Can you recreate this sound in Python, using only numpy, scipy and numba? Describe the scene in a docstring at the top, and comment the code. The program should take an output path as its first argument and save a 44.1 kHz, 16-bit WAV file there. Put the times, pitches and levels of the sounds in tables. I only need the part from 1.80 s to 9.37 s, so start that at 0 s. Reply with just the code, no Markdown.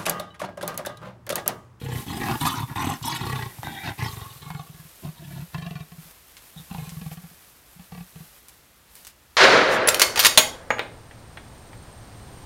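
"""Leopards fighting in long grass

Two leopards growl and snarl at each other, then one grumbles on in slow, fading rattles. Slack vocal
folds slap shut tens of times a second: each slap booms in the chest and rasps through the mouth. In
the snarls the folds also flutter and air hisses past the teeth. Grass rustles, a few dry stalks snap
and one faint chirp sounds; the bushes add a short, dull echo."""
import sys
import numpy as np
from scipy import signal
from scipy.fft import rfft, irfft, next_fast_len
from scipy.io import wavfile
from scipy.ndimage import uniform_filter1d, map_coordinates
from numba import njit

SR = 44100
rng = np.random.default_rng(int(sys.argv[2]) if len(sys.argv) > 2 else 0)


def to_wav(s):
    """Save 16-bit WAV."""
    ch = np.atleast_2d(s).T  # columns
    pcm = np.round(np.clip(ch, -1, 1) * 32767)  # PCM
    wavfile.write(sys.argv[1], SR, pcm.astype(np.int16))


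N = 333748
TIME = np.arange(N) / SR
TOP_HZ = 15900
SNARL_ATTACK_S, SNARL_RELEASE_S = 0.013, 0.026
FLUTTER, ROAR, HISS = 2, 3, 4  # level columns of the snarls in forced_air()

# the throat, slack in the fight and narrowed for the grumbling:
# (time [s], chest resonance [Hz], pharynx resonance [Hz])
THROAT = [(.15, 114, 473), (.3, 110, 262), (.39, 111, 380), (.5, 127, 333), (.65, 141, 257),
          (1.05, 105, 260), (1.28, 140, 230), (1.52, 123, 445), (1.85, 111, 310), (2.08, 119, 267),
          (2.24, 114, 399), (2.45, 101, 414), (2.72, 163.6, 428), (3.5, 150.6, 316), (3.85, 159.7, 417),
          (4.9, 171, 450)]
# hard slaps of the folds that stand out alone: (time [s], boom [dB], clack [dB])
LONE_SLAPS = [(.303, -29, -26), (.486, -38, -16), (.513, -29, -15.5), (0.909, -26.5, -31),
              (1.213, -30.5, -33), (1.786, -30, -33), (1.832, -40, -19.5), (1.871, -33.5, -19.5),
              (2.076, -44, -21.5), (2.704, -44, -24.5), (3.746, -45, -25.5), (4.948, -35, -26.5)]


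def undb(db):
    return 10 ** (np.asarray(db) / 20)


def unit(x):
    return x / np.std(x)


def noise():
    return rng.standard_normal(N)


def track(table, column):
    """One column of an automation table at every sample."""
    rows = np.array(table)
    return np.interp(TIME, rows[:, 0], rows[:, column])


def walk(per_s):
    """Smooth random drift with a spread of 1."""
    hold = int(SR / per_s)
    steps = np.repeat(rng.standard_normal(N // hold + 1), hold)
    return unit(uniform_filter1d(uniform_filter1d(steps, hold), hold)[:N])


def colour(x, points):
    """EQ a sound through (frequency [Hz], level [dB]) points, at rms 1."""
    hz, db = np.transpose(points)
    size = next_fast_len(N, real=True)
    bins = np.maximum(np.fft.rfftfreq(size, 1 / SR), 1)
    gain = undb(np.interp(np.log(bins), np.log(hz), db))
    return unit(irfft(rfft(x, size) * gain, size)[:N])


def cut(x, hz, kind, order=2):
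    return signal.sosfilt(signal.butter(order, hz, kind, fs=SR, output="sos"), x)


def strikes(times, db):
    """One impulse for each event."""
    out = np.zeros(N)
    np.add.at(out, np.clip((times * SR).astype(int), 0, N - 1), undb(db))
    return out


def fade(x, seconds):
    """Each impulse becomes an exponential decay."""
    return signal.lfilter([1], [1, -np.exp(-1 / (seconds * SR))], x)


def swell(middle_s, half_width_s):
    """A bell-shaped envelope."""
    return np.exp(-np.minimum(((TIME - middle_s) / half_width_s) ** 2, 20))


@njit
def ring(x, hz, width):
    """A resonance whose centre moves; an impulse of 1 rings with amplitude 1."""
    out, z, pole = np.empty(len(x), np.complex128), 0j, 0j
    for i in range(len(x)):
        if i % 16 == 0:
            pole = np.exp(np.pi * (2j * hz[i] - width) / SR)
        z = z * pole + x[i] + 1e-18
        out[i] = z
    return out


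def formant(x, hz, width):
    """Band-pass with gain 1 at its moving centre."""
    return ring(x, hz, float(width)).real * 2 * np.pi * width / SR


def still_air():
    """A quiet, bass-heavy bed of outdoor air."""
    # tone of the air: (frequency [Hz], level [dB])
    air_eq = [(20, -56), (47, 1), (70, 1.5), (100, -5.5), (400, -13.5), (1500, -14.5), (16000, -27)]
    return undb(-57) * colour(noise(), air_eq)


def grass(grain_db=3.0):
    """Countless tiny scrapes merge into a high rustle that swells as the cats move."""
    # tone of the rustle: (frequency [Hz], level [dB])
    rustle_eq = [(300, -2), (1600, -1.5), (7000, -4.5), (12500, 0.5), (14500, -1.5), (16000, -11.5)]
    # the rustle between moves dies down as the cats settle: (time [s], level [dB])
    stirring = [(6.55, -53.5), (6.95, -59.5), (7.4, -63)]
    # moves through the grass: (middle [s], half width [s], level [dB])
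    swishes = [(0.2, 0.046, -42.5), (0.55, 0.18, -40), (1.78, 0.53, -47), (2.42, 0.23, -51),
               (3.202, 0.28, -53.5), (4.26, 0.055, -50.5), (5.0, 0.36, -49.5), (5.328, 0.015, -45),
               (7.17, 0.067, -52)]
    power = undb(track(stirring, 1)) ** 2
    for middle, half_width, db in swishes:
        power += undb(db) ** 2 * swell(middle, half_width)
    grains = noise() * undb(grain_db * np.minimum(rng.exponential(size=N), 6))
    flicker = undb(1.1 * walk(25) + .8 * walk(7))
    return undb(-0.5) * colour(grains, rustle_eq) * np.sqrt(power) * flicker


def chirp(middle_s=4.785, half_width_s=.02, hz=3680, db=-48):
    """One faint, raspy chirp, perhaps a small bird far off."""
    band = colour(noise(), [(hz * .8, -30), (hz, 0), (hz * 1.2, -30)])
    return undb(db) * swell(middle_s, half_width_s) * band


def stalks():
    """A stalk snaps, then the blades around it crunch in a brief spray of tiny cracks."""
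    # dry snaps, duller where the grass covers them: (time [s], level [dB], low-pass [Hz])
    snaps = [(4.568, -23.5, 5000), (5.093, -23, 9380), (6.684, -29, 14500), (7.154, -29.5, 14500),
             (7.249, -26.5, 11000), (7.269, -24.5, 15500)]
    crack = noise()
    spray = unit(noise() * undb(2 * np.clip(walk(400), -2, 2)))
    out = 0
    for time, db, top_hz in snaps:
        snap = strikes(np.array([time]), db)
        sound = undb(-4.5) * crack * fade(snap, .0014) + undb(-15) * spray * fade(snap, .02)
        out = out + cut(sound, top_hz, "low")
    return cut(out, 2000, "high", order=1)


def bushes(x, t60_s=0.17, predelay_s=.008, wet_db=-16):
    """The bank and bushes scatter a short, dull echo."""
    t = TIME[:SR // 2]
    tail = cut(noise()[:len(t)], 4500, "low") * undb(-60 * t / t60_s) * (t > predelay_s)
    tail = cut(tail, 164, "high")
    return x + undb(wet_db) * signal.fftconvolve(x, tail / np.linalg.norm(tail))[:N]


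def steady(x):
    """Even out the power over about 30 ms: the lungs keep up their pressure whatever the folds do."""
    power = uniform_filter1d(uniform_filter1d(x ** 2, SR // 33), SR // 66)
    return x / np.sqrt(power + np.var(x) / 20)


def soften(x, rise_s=.0045):
    """Round the attack of each puff: turbulence takes time to build as the folds part."""
    return uniform_filter1d(x, int(rise_s * SR))


def arch(share, strongest, fade_db):
    """Effort in dB along one call, down by fade_db one call length from the strongest point."""
    return -fade_db * (share - strongest) ** 2


def forced_air(column):
    """Envelope of flutter, roar or hiss: each snarl has a quick attack, an arch and a release."""
    # snarls, each one push of air: (start [s], length [s], flutter [dB], roar [dB], hiss [dB],
    # strongest point [0-1], fade one length away [dB])
    snarls = [(-.02, 0.25, -33, -39.5, -46, 0.52, 23), (0.258, 0.16, -29.5, -36.5, -43.5, 0.55, 13),
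              (0.4, 0.14, -25.5, -25, -67, 0.8, 11), (0.598, 0.085, -27.5, -23.5, -30, 0.7, 20),
              (0.69, 0.14, -34, -27.5, -39.5, 0.02, 6), (0.874, 0.051, -39.5, -36.5, -72, 0.7, 2),
              (0.95, 0.2, -29.5, -28, -36.5, 0.54, 19), (1.222, 0.15, -37, -29.5, -35, 0.4, 11),
              (1.386, 0.4, -31.5, -33.5, -44.5, 0.1, 35), (1.827, 0.19, -35.5, -39, -55, 0.06, 13),
              (2.029, 0.075, -35, -32, -53, 0.6, 11), (2.175, 0.089, -36, -33.5, -43.5, 0.67, 5),
              (2.252, 0.37, -47.5, -47.5, -47.5, 0.04, 17.5), (2.608, 0.37, -51.5, -50, -56.5, 0.02, 13),
              (3.222, 0.039, -36, -42, -71, 0.64, 18), (3.306, 0.31, -45.5, -48, -58, 1, 13.5),
              (3.722, 0.303, -52, -46, -68, 0.02, 5.5), (4.887, 0.19, -57, -45, -56, 0.54, 12)]
    gain = np.full(N, 1e-4)
    for row in snarls:
        start, length, *_, strongest, fade_db = row
        span = slice(max(int(start * SR), 0), int((start + length + SNARL_RELEASE_S) * SR))
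        t = TIME[span] - start
        edges = np.clip(np.minimum(t / SNARL_ATTACK_S, 1 - (t - length) / SNARL_RELEASE_S), 0, 1)
        effort_db = arch(np.minimum(t / length, 1), strongest, fade_db)
        gain[span] += edges * undb(row[column] + effort_db)
    return gain


def flutter(typical_hz=120, scatter_db=4):
    """Chaotic pulses of the folds under pressure, at rms 1."""
    gap_chance, level_chance = rng.standard_normal((N // 200, 2)).T
    times = np.cumsum(np.exp(.5 * gap_chance) / typical_hz)
    inside = times < N / SR
    return unit(strikes(times[inside], scatter_db * np.clip(level_chance[inside], -2, 2)))


def gurgle():
    """Tongue and saliva let a resonance stand out for a moment, then choke it."""
    return undb(5 * np.clip(walk(30), -2, 1.4) - .5)


def rattle(x, span_hz=(720, 8340), bands=11, depth_db=5.5, per_s=130):
    """Saliva flaps in the throat: each band spurts and chokes on its own, within milliseconds."""
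    size = next_fast_len(N, real=True)
    spectrum, hz = rfft(x, size), np.fft.rfftfreq(size, 1 / SR)
    centres = np.geomspace(*span_hz, num=bands)
    out = 0
    for weights in np.eye(bands):
        band = irfft(spectrum * np.interp(hz, centres, weights), size)[:N]
        spurts = undb(depth_db * np.clip(walk(per_s), -2, 1.3))
        out = out + band * spurts / np.sqrt(np.mean(spurts ** 2))
    return out


def teeth(air, edge_width_hz=1300, edge_db=-6):
    """Spitting hiss: brief, scattered resonances, and a bright edge that moves with the lips."""
    # tone of air past the teeth: (frequency [Hz], level [dB])
    hiss_eq = [(1500, -52), (2400, -9.5), (2900, -1.5), (3800, 0), (5400, -6.5), (7000, -3.5),
               (10000, -7.5), (13000, 3.5), (16000, -18)]
    # the edge rises as the lips draw back and sinks as they relax: (time [s], centre [Hz])
    lips = [(.5, 3230), (.67, 4030), (.76, 2420), (1.17, 2700), (1.25, 5750), (1.4, 4020), (2.1, 3400),
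            (2.23, 5830), (2.32, 3750)]
    centres = np.geomspace(2500, 9500, num=10) * (1 + .02 * rng.standard_normal(10))
    spit = sum(gurgle() * formant(air, hz * (1 + .025 * walk(18)), hz / 28) for hz in centres)
    edge_hz = track(lips, 1)
    edge = formant(formant(air, edge_hz, edge_width_hz), edge_hz, edge_width_hz)
    return colour(unit(spit) + .3 * unit(air), hiss_eq) + undb(edge_db) * unit(edge)


def throat_comb(x, round_trip_s=.0024, echo_gain=.5, taps=4):
    """The hiss runs up and down the throat, which combs it into ridges that shift with the tongue."""
    delay = round_trip_s * SR * (1 + .02 * walk(10))
    echoes = (echo_gain ** k * map_coordinates(x, [np.arange(N) - k * delay], order=1)
              for k in range(taps))
    return sum(echoes) * np.sqrt(1 - echo_gain ** 2)


def held_snarl(start_s=1.83, end_s=2.13, width_hz=110):
    """With the jaws held still, rough air keeps a set of narrow resonances ringing."""
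    # resonances of the held mouth: (centre [Hz], level [dB])
    held_modes = [(785, -48), (1545, -46), (1950, -46), (2320, -50), (3350, -52), (3715, -46)]
    envelope = np.clip(np.minimum(TIME - start_s, end_s - TIME) / SNARL_RELEASE_S, 0, 1)
    air = flutter() + noise()
    tones = 0
    for hz, db in held_modes:
        centre = hz * (1 + .006 * walk(10))
        tone = formant(formant(air, centre, width_hz), centre, width_hz)
        tones = tones + undb(db) * gurgle() * steady(tone)
    return envelope * tones


def clacks(hz=900, width_hz=145.0):
    """A hard, single closure of the folds: a sharp clack that dies within a few cycles."""
    times, _, clack_db = np.transpose(LONE_SLAPS)
    clack = ring(strikes(times, clack_db), hz * (1 + .08 * walk(10)), width_hz)
    return cut(clack.real, hz / 2, "high")


def narrowing():
    """How far the throat has narrowed, 0-1: it raises the chest resonance and lowers the high ones."""
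    hz = track(THROAT, 1)
    return (hz - hz.min()) / np.ptp(hz)


def mouth(x):
    """Pharynx and mouth shape the vowel: two formants ride the jaw, the high ones waver and gurgle."""
    # the jaw opens and closes: (time [s], lower formant [Hz], upper formant [Hz],
    # upper formant gain [dB], high formants gain [dB])
    jaw = [(.15, 870, 1064, -1, 5), (.5, 785, 1085, -4.5, -2), (.66, 1030, 1154, 4, 0),
           (.76, 984, 1260, -8.5, -2.5), (.97, 904, 1030, 1, 0), (1.12, 764, 1020, 2, -3.5),
           (1.23, 890, 910, -13, 0), (1.29, 944, 1040, 5, -11), (1.35, 927, 1090, -2.5, 3.5),
           (1.56, 870, 1136, 5.5, 3), (1.85, 830, 960, -6, 3.5), (2.08, 760, 930, -11, 5.5),
           (2.25, 880, 1100, 5.5, 1), (2.4, 890, 1084, 16.5, -4), (2.7, 830, 1115, 6, 0.5),
           (2.95, 720, 1113, 7, -1), (3.55, 667, 870, 3, 2.5), (3.87, 700, 1123, 4, 4),
           (4.95, 796, 1036, -1, -4.5), (5.3, 770, 1140, 1.5, 1.5)]
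    # the pharynx, lower and upper formants: (width [Hz], level [dB])
    main_modes = [(59.7, -3), (82, 5.5), (45.6, 1.5)]
    # high formants with a slack throat: (centre [Hz], width [Hz], level [dB], gain when narrowed [dB])
    high_modes = [(1427, 61, -8.5, 2), (1732, 62, -6, 1.5), (1924, 87, -2.5, -8), (2298, 50, -16, 11),
                  (2610, 142, -18, 12), (3110, 120, -23.5, 7.5), (3705, 54, -8.5, -4.5),
                  (4300, 44, -23, 13)]
    centres = track(THROAT, 2), track(jaw, 1), track(jaw, 2)
    pharynx, lower, upper = (undb(db) * formant(x, hz, width)
                             for hz, (width, db) in zip(centres, main_modes))
    narrow = narrowing()
    tuning = (1 - 0.024 * narrow) * (1 + 0.018 * walk(4.08))
    highs = 0
    for hz, width, db, narrowed_db in high_modes:
        centre = hz * tuning * (1 + .01 * walk(9))
        highs = highs + undb(db + narrowed_db * narrow) * gurgle() * formant(x, centre, width)
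    # in the fiercest snarls the jaws gape and the resonances spread into one broad roar
    force = forced_air(ROAR)
    gape = undb(-3.5) * force / force.max() * formant(x, track(jaw, 2), width=230)
    vowel = cut(lower + upper * undb(track(jaw, 3)) + gape, 2040, "low", order=1)
    front = cut(vowel + highs * undb(track(jaw, 4)), 654, "high", order=4)
    back = cut(pharynx * undb(4.5 - 3.6 * narrow), 560, "low", order=4)
    return back + cut(front, 6600, "low")


def chest(push, slack_width_hz=46.0, narrow_width_hz=27.0, thud_hz=66.0, thud_width_hz=92.0):
    """The lowest resonance booms for several cycles after each slap, over a dull chest-wall thud."""
    narrow = narrowing()
    # air leaks through the folds around each slap, so the booms swell and run together
    drive = push + undb(18) * noise() * uniform_filter1d(push, SR // 40)
    hz = track(THROAT, 1) * (1 + 0.057 * walk(30))
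    # a slack, open throat damps the ring; a narrowed one sustains it
    damped = undb(7.5) * ring(drive * (1 - narrow), hz, slack_width_hz).imag
    sustained = undb(8.5) * ring(drive * narrow, hz, narrow_width_hz).imag
    boom = formant(damped + sustained, hz, width=130)  # builds up over its first cycles
    thud = ring(push, np.full(N, thud_hz), thud_width_hz).imag * undb(-2.5 + 9.3 * narrow)
    return cut(cut(boom + thud, 78.5, "high", order=3), 144, "low")


def slaps(jitter_s=0.00052, scatter_db=1.6, accent_db=2.5, rasp_fade_ratio=1.4):
    """The folds slap shut in runs, most of them slowing down: gives times, boom dB and rasp dB."""
    # growls, each one run of slaps: (start [s], length [s], opening rate [1/s], gap growth [share],
    # boom [dB], rasp [dB], strongest point [0-1], fade one length away [dB])
    growls = [(0.031, 0.19, 33.6, 0.03, -23.5, -32.5, 0.41, 31),
              (0.301, 0.1, 33, 0.33, -41, -25.5, 0.4, -2), (0.432, 0.14, 35.7, 0.054, -30, -25, 0.7, 1),
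              (0.612, 0.061, 50, 0, -29, -25.5, 0.66, -7), (0.772, 0.078, 35, 0.022, -23, -39, 1, 8),
              (0.958, 0.17, 46, 0, -28.5, -20, 0.56, 9), (1.241, 0.16, 39.6, 0.077, -32, -25, 0.24, 18),
              (1.408, 0.273, 35.4, 0.029, -25, -24.5, 0.49, 10),
              (2.044, 0.061, 34.7, 0.014, -29, -29, 0.68, 21), (2.19, 0.067, 30, 0, -22, -25, 0.57, 19),
              (2.287, 0.34, 25, 0.046, -30, -36, 0.09, 20),
              (2.622, 0.22, 25.6, 0.064, -28.5, -30, 0.49, 44), (2.894, 0.2, 20, .03, -38, -47.5, 0.44, 13),
              (3.247, 0.04, 50.7, 0, -29, -33, 0.64, 10), (3.391, 0.24, 35.7, 0.0047, -33, -43, 0.98, 6.5),
              (3.744, 0.31, 26.6, 0.056, -27.5, -30.5, 0.15, 8.5),
              (4.118, 0.15, 16, 0.17, -36, -45.5, 0.04, 16), (4.762, .05, 31, 0, -38, -44.5, 0.7, 3),
              (4.91, 0.14, 28.2, 0.024, -25, -31, 0.15, 14), (5.072, .11, 21.4, 0.019, -31, -38.5, 0.3, 4),
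              (5.213, 0.33, 21.3, 0.12, -31, -36, 0.09, 16), (5.96, 0.053, 29, 0, -35.5, -42.5, 1, 12),
              (6.119, 0.099, 35, 0.0035, -32, -32, 0.45, 23), (6.356, 0.064, 21, 0, -35.5, -42, 0, 6)]
    runs, number = [], np.arange(20)
    for start, length, rate, slowing, boom_db, rasp_db, strongest, fade_db in growls:
        late, boom_chance, rasp_chance = np.clip(rng.standard_normal((3, len(number))), -2, 2)
        gaps = (1 + slowing) ** number / rate
        since = np.cumsum(gaps) - gaps
        effort = arch(since / length, strongest, fade_db)
        accent = accent_db * (number == 0)  # pressure behind the closed folds hardens the first slap
        run = np.array([start + since + jitter_s * late,
                        boom_db + accent + effort + scatter_db * boom_chance,
                        rasp_db + accent + rasp_fade_ratio * effort + scatter_db * rasp_chance])
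        runs.append(run[:, since < length])
    return np.hstack(runs)


def leopards(ragged_db=0.8, ragged_per_s=50):
    """Slaps boom in the chest and rasp in the mouth; flutter drives the snarls' rumble, roar and hiss."""
    times, boom_db, rasp_db = slaps()
    pulses = steady(flutter())
    gate = steady(soften(fade(pulses, 0.01)))
    # flutter fills the low throat with a rough rumble, strongest at the pharynx resonance
    low_throat = cut(cut(pulses, 86, "high"), 285, "low", order=4)
    pharynx = undb(1) * formant(pulses, track(THROAT, 2), width=30)
    rumble = undb(-4) * steady(low_throat + pharynx) * forced_air(FLUTTER)
    # each slap lets through a puff of air
    slap = strikes(times, rasp_db)
    puffs = noise() * soften(undb(13) * fade(slap, 0.0036) + undb(0.5) * fade(slap, 0.012))
    # the air of a snarl comes in uneven gulps
    ragged = undb(ragged_db * np.clip(walk(ragged_per_s), -2, 1.5))
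    roar = ragged * forced_air(ROAR) * (undb(4.5) * pulses + undb(11.5) * gate * noise())
    breath = noise() * (gate + .55)  # some air leaks between the pulses
    hiss = ragged * forced_air(HISS) * teeth(breath)
    lone_times, lone_boom_db, _ = np.transpose(LONE_SLAPS)
    booms = chest(strikes(times, boom_db) + strikes(lone_times, lone_boom_db))
    voice = mouth(puffs + rattle(roar))
    return booms + rumble + voice + clacks() + undb(-1) * throat_comb(rattle(hiss))


def scene():
    """Cats, stalks and chirp echo off the bushes, over rustling grass and still air."""
    air = still_air()
    echoing = bushes(leopards() + held_snarl() + stalks() + chirp())
    return (echoing + grass() + air)[None]


def record(dry):
    """A steep low-pass trims the top of the treble."""
    return signal.sosfilt(signal.ellip(10, .2, 80, TOP_HZ, fs=SR, output="sos"), dry)


dry = scene()
out = record(dry)
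to_wav(out)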